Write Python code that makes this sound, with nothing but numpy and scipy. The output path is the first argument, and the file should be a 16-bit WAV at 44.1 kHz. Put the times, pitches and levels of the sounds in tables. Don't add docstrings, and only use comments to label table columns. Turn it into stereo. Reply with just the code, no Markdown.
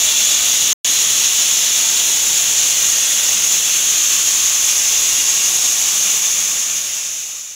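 import sys
import numpy as np
from scipy import signal
from scipy.fft import rfft, irfft
from scipy.io import wavfile
from scipy.ndimage import uniform_filter1d

SR = 44100
rng = np.random.default_rng(int(sys.argv[2]) if len(sys.argv) > 2 else 0)


def master_out(mix):
    frames = np.transpose(np.atleast_2d(mix))
    ceiling = np.clip(frames, -1, 1)
    pcm = np.round(ceiling * 32767).astype(np.int16)
    wavfile.write(sys.argv[1], SR, pcm)


def gain_from_db(level_db):
    decades = np.asarray(level_db, float) / 20
    return 10 ** decades


N = 332936

# (frequency [Hz], density [dB per Hz])
JET_COLOUR = [(10.0, -24.0), (310.0, -21.6), (1050.0, -20.5), (1780.0, -16.5), (2650.0, -10.0),
              (3430.0, 0.0), (4220.0, -8.7), (5040.0, -12.0), (5320.0, -6.7), (6040.0, -2.2),
              (7170.0, -0.3), (7820.0, -7.2), (8240.0, -13.9), (16000.0, -20.3)]
# (centre [Hz], width [Hz], start level [dB], end level [dB])
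PIPE_RINGS = [(653, 258, 1.9, 0.9), (1137, 140, 2.5, 5.6), (2418, 66, 2.6, 3.5), (2783, 110, 2.5, 3.4),
              (3152, 249, -2.4, -6.5), (3498, 457, -2.1, -7.0), (3607, 42, 0.9, 1.2),
              (3968, 234, -3.5, -8.7), (4064, 107, 4.9, 4.4), (4375, 134, 1.2, -4.9), (5437, 40, 3.9, 0.1),
              (5491, 50, -3.1, -4.7), (5597, 40, -0.2, 4.0), (6225, 222, 4.4, 4.7), (6476, 148, -2.5, -1.7),
              (6632, 201, 8.4, 6.8), (6776, 78, -4.5, -2.9), (6857, 43, 1.1, 3.8), (7029, 80, 5.2, -5.5),
              (7327, 40, 2.4, -2.6), (7463, 115, -3.3, -4.8), (7928, 198, -4.2, -4.7),
              (8056, 153, 2.9, -1.0), (10111, 173, 1.7, 4.6), (10515, 164, 3.2, 5.9),
              (10974, 618, 3.8, 2.1), (11713, 295, -2.1, -1.9), (12659, 466, -0.9, 2.9),
              (13786, 390, -2.9, -2.2), (14764, 833, 7.2, 3.0)]
# (low edge [Hz], high edge [Hz])
BANDS_HZ = [
    (5200, 8000),
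    (2000, 4800),
    (8500, 15500),
    (100, 1500),
]
# (start level re whistle [dB], slope [dB/s])
PRESSURE_SAG = [
    (-5.5, -0.5334),
    (-10, -0.12),
    (-20.5, -0.17),
]
# (delay [s], level [dB])
ECHOES = [(.00833, -30), (.01283, -27)]
# (time [s], low edge [Hz], high edge [Hz], level re band [dB])
WIDE_BURSTS = [
    (.402, 5140, 6280, -1),
    (.611, 13700, 15700, -3),
    (.89, 11800, 13200, -1),
    (1.215, 4700, 5850, -6),
    (3.281, 10300, 12500, -3),
    (5.348, 6900, 8400, -3),
    (6.788, 6900, 8400, -6),
    (6.788, 12400, 13900, -3),
]
# (start [s], end [s])
DROPOUT_S = (.7303, .846)
# (start [s], reaches silence [s])
FADE_S = (6.1, 7.746)


def evened(x):
    return x / np.sqrt(np.mean(x ** 2) + 1e-20)


def band(x, lo_hz, hi_hz):
    hz = np.fft.rfftfreq(len(x), 1 / SR)
    return irfft(rfft(x) * ((hz > lo_hz) & (hz < hi_hz)), len(x))


def above(hz, edge_hz, width_hz):
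    return .5 + .5 * np.tanh((hz - edge_hz) / width_hz)


def pipe_colour_db(hz, t):
    colour_hz, colour_db = np.transpose(JET_COLOUR)
    field_db = np.interp(np.log(hz + 1), np.log(colour_hz + 1), colour_db)
    for centre_hz, width_hz, start_db, end_db in PIPE_RINGS:
        ring_db = start_db + (end_db - start_db) * t * SR / N
        field_db = field_db + ring_db / (1 + (2 * (hz - centre_hz) / width_hz) ** 2)
    return field_db


def pressure_sag_db(field_db, hz, t):
    power = gain_from_db(2 * field_db)
    levels_db = [10 * np.log10((power * (hz > lo) * (hz < hi)).sum(0)) for lo, hi in BANDS_HZ]
    whistle_db, *others_db = levels_db
    wash_share = 1 - above(hz, 1700, 300)
    fizz_share = above(hz, 8100, 300)
    roar_share = 1 - above(hz, 5000, 250) - wash_share
    shares = (roar_share, fizz_share, wash_share)
    for share, (start_db, slope_db_s), own_db in zip(shares, PRESSURE_SAG, others_db):
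        field_db = field_db + share * (start_db + slope_db_s * t - own_db + whistle_db)
    return field_db - whistle_db


def patches(noise, bins, frames):
    smooth = uniform_filter1d(noise, size=bins, axis=0)
    return evened(uniform_filter1d(smooth, size=frames, axis=1))


def flow_gain():
    flutter = evened(band(rng.standard_normal(N), 22, 60))
    gusts = evened(band(rng.standard_normal(N), 3.3, 15))
    return gain_from_db(0.24 * flutter + 0.42 * gusts + 0.04)


def jet():
    size, hop = 2048, 512
    frames = N // hop + 5
    hz = np.fft.rfftfreq(size, 1 / SR)[:, None]
    t = np.arange(frames) * hop / SR
    field_db = pressure_sag_db(pipe_colour_db(hz, t), hz, t)
    real, imag, fine, wide = rng.standard_normal((frames, len(hz), 4)).T
    field_db = field_db + 1.2 * patches(fine, 4, 70)
    field_db = field_db + 0.43 * patches(wide, 90, 8)
    spectra = (real + 1j * imag) * gain_from_db(field_db)
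    hiss = signal.istft(spectra, nperseg=size, noverlap=size - hop)[1][:N]
    whistle_rms = np.sqrt(np.mean(band(hiss, *BANDS_HZ[0]) ** 2))
    hiss = gain_from_db(-15.5) * hiss / whistle_rms
    return hiss * flow_gain()


def kitchen(x):
    decay_s, tail_db, spacing = 0.18, -18, 20
    taps = np.zeros(SR // 4)
    at = np.arange(200, len(taps) - spacing, spacing)
    at = at + rng.integers(0, spacing, len(at))
    taps[at] = rng.choice([-1., 1.], len(at)) * gain_from_db(-60 * at / SR / decay_s)
    taps = gain_from_db(tail_db) * taps / np.linalg.norm(taps)
    taps[0] = 1
    for delay_s, level_db in ECHOES:
        taps[round(delay_s * SR)] += gain_from_db(level_db)
    return signal.fftconvolve(x, taps / np.linalg.norm(taps))[:N]


def scene():
    return np.tile(kitchen(jet()), (2, 1))


def add_wide_bursts(out):
    half, first = 1024, 332
    size = 2 * half
    window = np.sin(np.pi * (np.arange(size) + .5) / size)
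    for time_s, lo_hz, hi_hz, level_db in WIDE_BURSTS:
        start = first + half * round((time_s * SR - first) / half - 1)
        own = band(out[0, start:start + size], lo_hz, hi_hz)
        phases = np.exp(2j * np.pi * rng.random(half + 1))
        other = window * irfft(abs(rfft(own)) * phases)
        rise, fall = other.reshape(2, half)
        other = np.concatenate([rise - rise[::-1], fall + fall[::-1]])
        side = gain_from_db(level_db) * other * [[1], [-1]]
        out[:, start:start + size] += window * (side - 0.11 * window * own)
    return out


def low_pass(x):
    return signal.sosfilt(signal.butter(12, 15920, fs=SR, output="sos"), x)


def record(dry):
    t = np.arange(N) / SR
    out = 1.319 * np.tanh(dry / 1.29)
    out = out * ((t < DROPOUT_S[0]) | (t > DROPOUT_S[1]))
    out = out * np.clip((FADE_S[1] - t) / (FADE_S[1] - FADE_S[0]), 0, 1)
    out = add_wide_bursts(out)
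    lowpass = signal.firwin(1001, 15740, window=("kaiser", 8), fs=SR)
    out = signal.oaconvolve(out, lowpass[None], "same")
    return low_pass(out)


dry = scene()
out = record(dry)
master_out(out)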